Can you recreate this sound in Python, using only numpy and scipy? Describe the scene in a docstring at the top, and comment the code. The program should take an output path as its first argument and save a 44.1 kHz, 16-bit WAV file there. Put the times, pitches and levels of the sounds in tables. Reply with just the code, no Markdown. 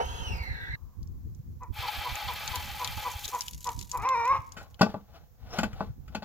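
"""A hand-held float valve drips, sprays inside its plastic housing as the float drops, then shuts and
drips on the ground. Before it, a brass hose tap opens: its eddies hiss and whistle, water rushes in the
hose. A hen clucks over the spray and ends on a squawk. Last, the valve is knocked onto the rim of an
empty plastic tub, ringing wall and bracket. Light farmyard wind buffets the microphone throughout."""
import sys
import numpy as np
from scipy import signal
from scipy.fft import rfft, irfft
from scipy.io import wavfile
from scipy.ndimage import uniform_filter1d

SR = 44100
rng = np.random.default_rng(int(sys.argv[2]) if len(sys.argv) > 2 else 0)


def persist_wave(psi):
    """Save psi, clipped to +-1, as 16-bit WAV."""
    counts = np.round(np.clip(psi, -1, 1) * 32767).astype(np.int16)
    wavfile.write(sys.argv[1], SR, np.atleast_2d(counts).T)


N = 275184
T = np.arange(N) / SR

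# breeze strength (time [s], level [dB])
BREEZE = [(0, -36.5), (.55, -39), (.9, -44.5), (1.5, -39), (2.2, -45.5), (2.6, -38.5), (3.3, -50),
          (3.75, -42.5), (4.4, -45.5), (5.25, -53.5), (5.6, -40.5), (6.24, -43.5)]
# strongest wind eddies (time [s], peak [dB], frequency [Hz])
WIND_PUFFS = [(0.066, -28, 59.6), (0.276, -27.5, 76), (.34, -25, 69), (.414, -26, 70.7),
              (0.516, -23.5, 64.5), (0.741, -28.5, 100), (1.402, -30.5, 116), (1.797, -29, 87),
              (3.162, -30, 70.4), (3.759, -30.5, 78), (4.395, -31.5, 91.5), (5.904, -26, 99.8)]
# wind rumble, yard hush (frequency [Hz], density [dB])
BUFFET_SPECTRUM = [(12, -30), (20, -12), (59, -1), (87, -1.5), (270, -22), (386, -32), (433, -38),
                   (451, -35), (600, -60.5), (780, -80), (1320, -120)]
YARD_SPECTRUM = [(290, -29.5), (500, -1.5), (570, -12.5), (649, -10.5), (698, -9.5), (2980, -25.5),
                 (6800, -19), (8960, -35), (12000, -19), (16000, -14.5)]

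# clucks (centre [s], level [dB])
HEN_CLUCKS = [(1.632, -40.5), (1.848, -34), (2.068, -33.5), (2.302, -33), (2.553, -33), (2.821, -32),
              (3.069, -29.5), (3.35, -29), (3.681, -29.5), (3.955, -30)]
# squawk contour (time [s], pitch [Hz], level [dB], roughness [0-1])
HEN_SQUAWK = [(4.02, 407, -41, 0.48), (4.055, 494.1, -26.5, 0.39), (4.085, 526, -26.5, .15),
              (4.137, 516.4, -23, 0.01), (4.155, 471, -27.5, 0.08), (4.243, 461.6, -29, 0.17),
              (4.32, 566.7, -20.5, 0.03), (4.333, 520, -29.5, 0.76), (4.365, 538, -29.5, 0.6)]
# hen's throat (frequency [Hz], gain [dB])
THROAT_RESPONSE = [(250, -30.5), (480, -18), (700, -18.5), (950, -2.5), (1130, 3), (1450, -22.5),
                   (1950, -20.5), (2400, -14.5), (2800, -35.5), (3300, -55.5), (3800, -32), (4600, -46),
                   (5600, -31), (7000, -53)]

# hand grip on the valve, then blows on the tub (time [s], peak [dB], wall cutoff [Hz], contact [s], thud [dB],
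# bracket [dB])
TUB_KNOCKS = [(4.565, -33.5, 2970, 0.022, -30, 6.5), (4.792, -32.5, 5058, 0.0085, -16, 0),
              (4.81, -7.5, 1266, 0.003, 2.5, -8.5), (4.8152, -5, 16160, 0.0035, -22.5, -11),
              (4.829, -12, 2000, 0.0034, -19, -9.5), (4.861, -23, 1190, .0063, -18, -20),
              (4.941, -22.5, 1005, 0.002, -5.5, -29), (5.5852, -12.5, 2640, 0.0054, 5, 5.5),
              (5.631, -15.5, 2600, 0.0062, -7, -2), (5.729, -40.5, 2480, .004, -13.5, 17),
              (5.8066, -18, 1240, 0.00091, -17, -30), (6.078, -43.5, 3050, 0.0064, -6, 10.5),
              (6.148, -20.5, 6060, 0.006, -2.5, -2), (6.221, -31.5, 4000, 0.014, -16, -8)]
# wall modes (frequency [Hz], level [dB], t60 [s])
WALL_MODES = [(199.4, -4.5, 0.27), (308.6, -13, .2), (385, -9.5, 0.15), (442, -8.5, 0.18),
              (483, -23.5, 0.25), (553, -3, 0.097), (604, 2.5, 0.067), (637, 2, 0.1), (754, -17, 0.063),
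              (820.5, 7, 0.063), (862.5, 1, 0.12), (920, -19, 0.075), (1420, -12, 0.12), (1508, -1, 0.052),
              (1903, -6.5, 0.054), (1970, -24, 0.092), (2640, -2, .08), (3390, -12.5, .1),
              (5460, -28, 0.095)]
# whole tub flexing (frequency [Hz], t60 [s])
FLEX_MODES = [(183, 0.17), (217, .2)]
# metal bracket resonances (frequency [Hz], nominal width [Hz], level [dB])
BRACKET_MODES = [(1394, 266, 3), (1797, 220, -9.5), (2484, 220, -3.5), (2840, 440, -4), (5090, 720, -7.5),
                 (6980, 570, -8.5), (13600, 4000, -15.5)]
# bracket pushed along the rim (peak time [s], level [dB])
RIM_PUSHES = [(4.62, -51), (4.9, -46), (5.163, -53.5), (5.521, -54), (5.579, -35.5), (5.812, -46.5),
              (6.16, -53.5)]
# contact chatter, rim friction (frequency [Hz], density [dB])
CLACK_SPECTRUM = [(59, -40), (100, -19.5), (189, -7), (335, -13), (836, -15.5), (1170, -11), (1480, -15.5),
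                  (1760, -31), (2580, -25), (2990, -34.5), (4770, -17.5), (8460, -45.5), (16000, -42)]
SCRAPE_SPECTRUM = [(120, -38), (200, -18), (373, -11.5), (851, -3), (950, -13.5), (1350, -11), (1870, -20),
                   (3900, -21), (5730, -26), (8580, -43), (16000, -35)]

# tap's glide as the lever turns (time [s], hiss centre [Hz], whistle pitch [Hz])
TAP_GLIDE = [(0, 2894, 3070), (.08, 3200, 3380), (.2, 3210, 3200), (.33, 2644, 2760), (.44, 2113, 2060),
             (.54, 1928, 2043), (.66, 1780, 1934), (.75, 1920, 2075)]
# hiss bands (multiple of centre [ratio], initial level [dB], open level [dB])
HISS_BANDS = [(1, -4, 1.5), (0.899, -13, 3.5), (1.197, -17, -12), (1.998, -11, -6), (2.14, -19, -10),
              (3.08, -17, -67)]
# eddies locking into a whistle (centre [s], level [dB], half length [s])
WHISTLE_SWELLS = [(0.284, -46, 0.053), (.485, -46, .045), (0.633, -50, 0.077), (0.75, -43.5, .04)]
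# water in the hose (frequency [Hz], density [dB])
HOSE_SPECTRUM = [(180, -38), (300, -2), (885, 11), (1040, 3.5), (2030, -4), (2320, -18), (2570, 1),
                 (3130, -12), (3950, -9), (6960, -14.5), (9090, -34), (12300, -23), (16000, -29)]

# big drops on the ground (time [s], peak [dB], ring [Hz])
BIG_DROPS = [(1.0298, -45, 4860), (1.074, -49, 5490), (1.3484, -47.5, 6100), (1.6336, -42.5, 6660),
             (2.1547, -24.5, 2620), (2.4775, -18, 4000), (2.557, -21, 3580), (2.846, -17.5, 3900),
             (2.8752, -19.5, 3450), (3.246, -26, 4070), (3.2551, -20.5, 2750), (3.2795, -23, 4150),
             (3.3493, -28.5, 6700), (3.408, -15.5, 5300), (3.4189, -22.5, 3160), (3.482, -21, 2965),
             (3.5102, -31, 11698), (3.5337, -30.5, 5960), (3.606, -38, 6980), (3.6436, -24.5, 3400),
             (3.6709, -25.5, 5950), (3.691, -24, 2520), (3.7911, -25.5, 4430), (3.8123, -25, 3060),
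             (3.827, -30.5, 3680), (3.9154, -20, 5940), (3.9735, -27, 11700), (4.0893, -24, 2500),
             (4.2544, -30.5, 2498), (4.278, -31, 2498), (4.5208, -31.5, 5870), (4.744, -39.5, 3068)]
# squirts at closing (centre [s], level [dB], half length [s], frequency [Hz], stage width [Hz])
VALVE_SQUIRTS = [(3.248, -38, 0.011, 3580, 1491), (3.287, -46, 0.0082, 428, 90)]
# housing cavity resonances (frequency [Hz], width [Hz], level [dB])
HOUSING_MODES = [(838.6, 45, -2.5), (1310, 120, -8.5), (2660, 190, -24), (3210, 150, -9.5),
                 (3660, 530, -7.5), (4240, 340, -8.5)]
# drop splat, fine mist, valve jet (frequency [Hz], density [dB])
SPLAT_SPECTRUM = [(880, -39), (1500, -17.5), (2160, -13.5), (3000, -8), (4830, -7), (6960, -2), (9560, -21),
                  (10800, -8.5), (12400, -11), (16000, -21)]
MIST_SPECTRUM = [(2940, -12.5), (5000, -15.5), (6100, -1.5), (9410, 0), (11100, 3), (12300, 5.5),
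                 (15200, 9.5), (16000, -38)]
JET_SPECTRUM = [(120, -51), (200, -44), (384, -19), (496, -14.5), (682, -14), (812, -2), (938, -13),
                (1310, -10.5), (2110, -8.5), (2290, -4), (2900, -11.5), (3200, -7), (7090, -25),
                (9000, -37), (11700, -74), (19800, -120)]

FLOAT_DROP_S, OPENING_S = 1.715, 0.12
FLOAT_SHUT_S, CLOSING_S = 3.525, 0.52


def undb(db):
    """Decibels to gain."""
    return 10 ** (np.asarray(db) / 20)


def unit(x):
    """Scale to rms 1."""
    return x / np.sqrt(np.mean(x ** 2) + 1e-20)


def noise():
    """White noise, scene length."""
    return rng.standard_normal(N)


def curves(table):
    """Columns interpolated linearly over time."""
    times_s, *columns = np.transpose(table)
    return [np.interp(T, times_s, column) for column in columns]


def gate(start_s, end_s, edge_s):
    """Window with linear edges."""
    return np.clip((T - start_s) / edge_s, 0, 1) * np.clip((end_s - T) / edge_s, 0, 1)


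def ramp(start_s, length_s):
    """Smooth rise, 0 to 1."""
    return np.sin(np.pi / 2 * np.clip((T - start_s) / length_s, 0, 1)) ** 2


def swell(centre_s, half_s):
    """Gaussian envelope."""
    return np.exp(-((T - centre_s) / half_s) ** 2)


def decay(t, t60_s):
    """Exponential fall, 60 dB per t60_s."""
    return np.exp(-np.log(1000) * t / t60_s)


def walk(rate_hz):
    """Smooth random wander, rms 1."""
    step = max(int(SR / rate_hz), 1)
    held = np.repeat(rng.standard_normal(N // step + 1), step)
    return unit(uniform_filter1d(held, step)[:N])


def gain_at(hz, spectrum):
    """Spectrum gain, interpolated over log frequency."""
    points_hz, db = np.transpose(spectrum)
    return undb(np.interp(np.log(hz + 1), np.log(points_hz), db))


def colour(x, spectrum):
    """Minimum-phase filter with the given spectrum."""
    size = 8192
    cepstrum = irfft(np.log(gain_at(np.arange(size // 2 + 1) * SR / size, spectrum)))
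    cepstrum[1:size // 2] *= 2
    cepstrum[size // 2:] = 0
    impulse = irfft(np.exp(rfft(cepstrum)))[:size // 2]
    return signal.fftconvolve(x, impulse)[:len(x)]


def resonate(x, hz, width_hz):
    """One resonance, unity peak gain."""
    return signal.lfilter(*signal.iirpeak(hz, hz / width_hz, fs=SR), x)


def band(x, hz, width_hz, second_width_hz=None):
    """Two resonators in series, output rms 1."""
    return unit(resonate(resonate(x, hz, width_hz), hz, second_width_hz or width_hz))


def lowpass(x, hz):
    """Two-pole low-pass."""
    return signal.lfilter(*signal.butter(2, hz, fs=SR), x)


def add(out, start_s, x):
    """Mix x in at start_s."""
    i = int(start_s * SR)
    out[i:i + len(x)] += x[:N - i]


def place(x, pan_db, lag_ms, wet_db, t60_s):
    """Stereo direct sound plus scattered reflections; pan and lag are left relative to right."""
    t = T[:SR // 2]
    left = np.roll(x, round(lag_ms * SR / 1000))
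    tails = rng.standard_normal((2, len(t))) * decay(t, t60_s) * (t > .002)
    tails /= np.linalg.norm(tails, axis=1, keepdims=True)
    wet = signal.fftconvolve(x[None], tails, axes=1)[:, :N]
    return (np.array([left, x]) + undb(wet_db) * wet) * undb([[pan_db / 2], [-pan_db / 2]])


def wind():
    """Gusts buffet each microphone port separately, over the yard's hush."""
    gust = undb(curves(BREEZE)[0] + 1.5 * walk(12))
    ports = []
    for _ in range(2):
        rumble = gust * unit(colour(noise() * undb(5.1 * walk(25)), BUFFET_SPECTRUM))
        for time_s, db, hz in WIND_PUFFS:  # about one pressure swing per eddy
            phase = 2 * np.pi * hz * (T - time_s) + 0.62 * rng.standard_normal()
            rumble += undb(db) * swell(time_s, 0.62 / hz) * np.cos(phase)
        hush = undb(-66) * unit(colour(noise(), YARD_SPECTRUM))
        ports.append(rumble + hush)
    return np.array(ports) * undb([[-.7], [.7]])


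def syrinx(hz, rough):
    """Harmonics shaped by the throat; roughness shakes pitch and level and adds rasp."""
    jitter = 1 + .045 * rough * walk(420) + .009 * walk(110)
    phase = 2 * np.pi * np.cumsum(hz * jitter) / SR
    tone = sum(gain_at(k * hz, THROAT_RESPONSE) * np.sin(k * phase) for k in range(1, 15))
    tone /= np.sqrt(uniform_filter1d(tone ** 2, SR // 100) + 1e-9)
    rattle = 1 + 1.04 * rough * np.sin(0.33 * phase + 1.6 * walk(90))  # second, slower membrane
    rasp = unit(colour(noise() * (1 + np.cos(phase)), THROAT_RESPONSE))
    hiss = band(noise(), 2200, 1100) * undb(-15)
    shimmer = undb(2 * rough * walk(260))
    return tone * rattle * shimmer + (.14 + .7 * rough) * rasp + rough * hiss


def hen():
    """Hoarse clucks arch and droop in pitch, then one squawk; shed and trees echo."""
    cluck_hz, droop, arch = 499, .15, .45
    first_half_span_s, growth = .058, .02
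    hz, envelope = np.full(N, float(cluck_hz)), np.zeros(N)
    for k, (centre_s, db) in enumerate(HEN_CLUCKS):
        offset = (T - centre_s) / (first_half_span_s * (1 + growth * k))
        near = np.abs(offset) < 1
        offset = offset[near]
        hz[near] = cluck_hz * (1 - droop * offset - arch * offset ** 2).clip(.5)
        envelope[near] += undb(db) * np.exp(-(offset / 0.29) ** 2)
    clucks = lowpass(envelope * syrinx(hz, rough=.38), 1550)  # beak nearly shut
    squawk_hz, squawk_db, rough = curves(HEN_SQUAWK)
    calls = clucks + undb(squawk_db) * gate(3.98, 4.388, 0.02) * syrinx(squawk_hz, rough)
    shed = undb(-12.5) * np.roll(calls, int(0.034 * SR))
    trees = place(calls, pan_db=-2.5, lag_ms=0, wet_db=21, t60_s=0.68) * undb(-36)
    # trees still ringing from an earlier call
    far_ring = band(noise(), 1040, 280) * undb(-68) * ramp(.755, 0.014) * decay(T - .755, 2)
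    return place(calls + shed + far_ring, pan_db=0.7, lag_ms=-.07, wet_db=-28.5, t60_s=0.3) + trees


def knock(cutoff_hz, contact_s, thud_db, bracket_db):
    """One blow rings tub wall and bracket; longer contact, slower attack. Peak 1."""
    t = T[:SR // 2]
    mode_hz, mode_db, t60_s = np.transpose(WALL_MODES)[:, :, None]
    # random strike point
    weights = undb(mode_db + 0.86 * rng.standard_normal(mode_db.shape))
    weights *= rng.choice([-1, 1], mode_db.shape)
    ring = np.sum(weights * np.sin(2 * np.pi * mode_hz * t) * decay(t, t60_s), axis=0)
    chatter = rng.standard_normal(len(t)) * (decay(t, 8 * contact_s) + undb(-19) * decay(t, 0.17))
    wall = lowpass(unit(ring) + unit(colour(chatter, CLACK_SPECTRUM)), cutoff_hz)
    thud = unit(sum(np.sin(2 * np.pi * hz * t) * decay(t, ring_s) for hz, ring_s in FLEX_MODES))
    bracket = unit(sum(undb(db) * band(chatter, hz, width_hz, 2 * width_hz)
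                       for hz, width_hz, db in BRACKET_MODES))
    attack = 1 - decay(t, 2.13 * contact_s)
    blow = (wall + undb(thud_db) * thud + undb(bracket_db - 1) * bracket) * attack
    return blow / np.abs(blow).max()


def tub():
    """The valve clatters on the tub; its bracket scrapes the rim and squeaks once."""
    rise_db_per_s, fall_db_per_s = 203.5, 198
    knocks = np.zeros(N)
    for time_s, db, *contact in TUB_KNOCKS:
        add(knocks, time_s, undb(db) * knock(*contact))
    friction = noise() * undb(1.85 * rng.exponential(size=N) + 2.34 * walk(110))
    pressure = sum(undb(db - np.maximum(rise_db_per_s * (peak_s - T), fall_db_per_s * (T - peak_s)))
                   for peak_s, db in RIM_PUSHES)
    scrape = unit(colour(friction, SCRAPE_SPECTRUM)) * pressure
    squeak = band(friction, 5200, 670, 840) * undb(-48.5) * gate(5.495, 5.56, .02)
    return place(knocks + scrape + squeak, pan_db=3.5, lag_ms=.1, wet_db=-9, t60_s=0.088)


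def tap():
    """Ball-valve eddies hiss and whistle, sinking as the gap widens; water surges into the hose."""
    centre_hz, whistle_hz = curves(TAP_GLIDE)
    opening = ramp(start_s=0.23, length_s=0.43)
    phase = 2 * np.pi * np.cumsum(centre_hz) / SR
    hiss = np.zeros(N)
    for multiple, first_db, open_db in HISS_BANDS:
        baseband = lowpass(noise() + 1j * noise(), 110 * np.sqrt(multiple))
        eddies = unit(np.real(baseband * np.exp(1j * multiple * phase)))
        hiss += undb(first_db + (open_db - first_db) * opening) * eddies
    hiss *= undb(-47 - 5.5 * opening + 0.81 * walk(110.8))
    lock = sum(undb(db) * swell(centre_s, half_s) for centre_s, db, half_s in WHISTLE_SWELLS)
    whistle_phase = 2 * np.pi * np.cumsum(whistle_hz) / SR + .85 * walk(110)
    whistle = np.sqrt(2) * np.sin(whistle_phase) * lock * undb(3 * walk(70))
    rush = unit(colour(noise(), HOSE_SPECTRUM))
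    rush += undb(-3) * unit(resonate(noise(), 950, 130)) * decay(T, 1.3)
    rush *= undb(-46.5 - 10 * opening)
    surge = band(noise(), 770, 270)
    surge = unit(resonate(resonate(noise(), 770, 270), 360, 570)) * undb(-24.5) * decay(T, 0.15)
    bubbles = unit(colour(noise() * undb(3.8 * walk(118.5)), MIST_SPECTRUM))
    bubbles *= undb(-68.5) * (1 - .5 * opening)
    water = (hiss + whistle + rush + surge + bubbles) * gate(0, 0.7534, 0.00078)
    return place(water, pan_db=-1.5, lag_ms=.36, wet_db=1, t60_s=0.021)


def valve_flow():
    """The float falls open, then is lifted shut: 0 shut, 1 open."""
    return ramp(FLOAT_DROP_S, OPENING_S) * np.clip((FLOAT_SHUT_S - T) / CLOSING_S, 0, 1)


def drips():
    """Big drops slap the ground; droplets patter as the housing drains and leaks."""
    drain_s, fall_s = 0.49, 0.3
    full_flow_drops_per_s, leak_drops_per_s = 420, 30
    t, splats = T[:SR // 16], np.zeros(N)
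    for time_s, db, hz in BIG_DROPS:
        burst = rng.standard_normal(len(t)) * (decay(t, .0025) + undb(-18) * decay(t, .028))
        splat = colour(burst, SPLAT_SPECTRUM)
        splat = resonate(splat, hz, 0.22 * hz) + undb(-9.5) * splat
        add(splats, time_s, undb(db) * splat / np.abs(splat).max())
    pole = np.exp(-1 / (drain_s * SR))
    runoff = signal.lfilter([1 - pole], [1, -pole], valve_flow())
    landing = np.interp(T - fall_s, T, runoff)
    sizes = undb(5 * np.minimum(rng.exponential(size=N), 3))
    droplets = (rng.random(N) < (full_flow_drops_per_s * landing + leak_drops_per_s) / SR) * sizes
    fizz = noise() * signal.fftconvolve(droplets, decay(t, .012) + undb(-13) * decay(t, .055))[:N]
    patter = unit(colour(fizz, SPLAT_SPECTRUM)) + undb(-9) * unit(colour(fizz, MIST_SPECTRUM))
    patter *= (undb(-58) * np.sqrt(landing) + undb(-80)) * gate(.76, 4.75, 0.041)
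    return (place(splats, pan_db=5, lag_ms=.28, wet_db=-5, t60_s=0.025)
            + place(patter, pan_db=1.5, lag_ms=0, wet_db=-7, t60_s=.03))


def squirts():
    """The last water squeezes through the closing valve; the housing gulps."""
    water = sum(band(noise(), hz, width_hz) * undb(db) * swell(centre_s, half_s)
                for centre_s, db, half_s, hz, width_hz in VALVE_SQUIRTS)
    return place(water, pan_db=3.5, lag_ms=0, wet_db=-6, t60_s=0.023)


def spray():
    """The jet rings the housing cavity, softening as it floods; mist fizzes out underneath."""
    jet_db, sag_db_per_s, mist_db = -38.5, 3.5, -51
    flow = valve_flow()
    impacts = unit(noise() * undb(rng.exponential(size=N) + 4.3 * walk(120)))
    # two stages at 1.56 x width give the listed width
    cavity = sum(undb(db) * band(impacts, hz, 1.56 * width_hz) for hz, width_hz, db in HOUSING_MODES)
    churn = noise() * undb(1.4 * walk(90))
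    jet = unit(colour(churn, JET_SPECTRUM)) + undb(-2.5) * unit(cavity)
    jet *= flow * undb(jet_db - sag_db_per_s * (T - FLOAT_DROP_S))
    fizz = noise() * undb(2.5 * rng.exponential(size=N) + 2.2 * walk(150))
    mist = unit(colour(fizz, MIST_SPECTRUM)) * flow ** 0.52 * undb(mist_db)  # persists at low flow
    return place(jet + mist, pan_db=.3, lag_ms=0, wet_db=-7.5, t60_s=.025)


def scene():
    """Stereo sum of all sources."""
    return tap() + spray() + squirts() + drips() + hen() + tub() + wind()


def record(dry):
    """The phone's steep treble cut."""
    cutoff_hz = 16100
    return signal.sosfilt(signal.ellip(10, .2, 70, cutoff_hz, fs=SR, output="sos"), dry)


dry = scene()
out = record(dry)
persist_wave(out)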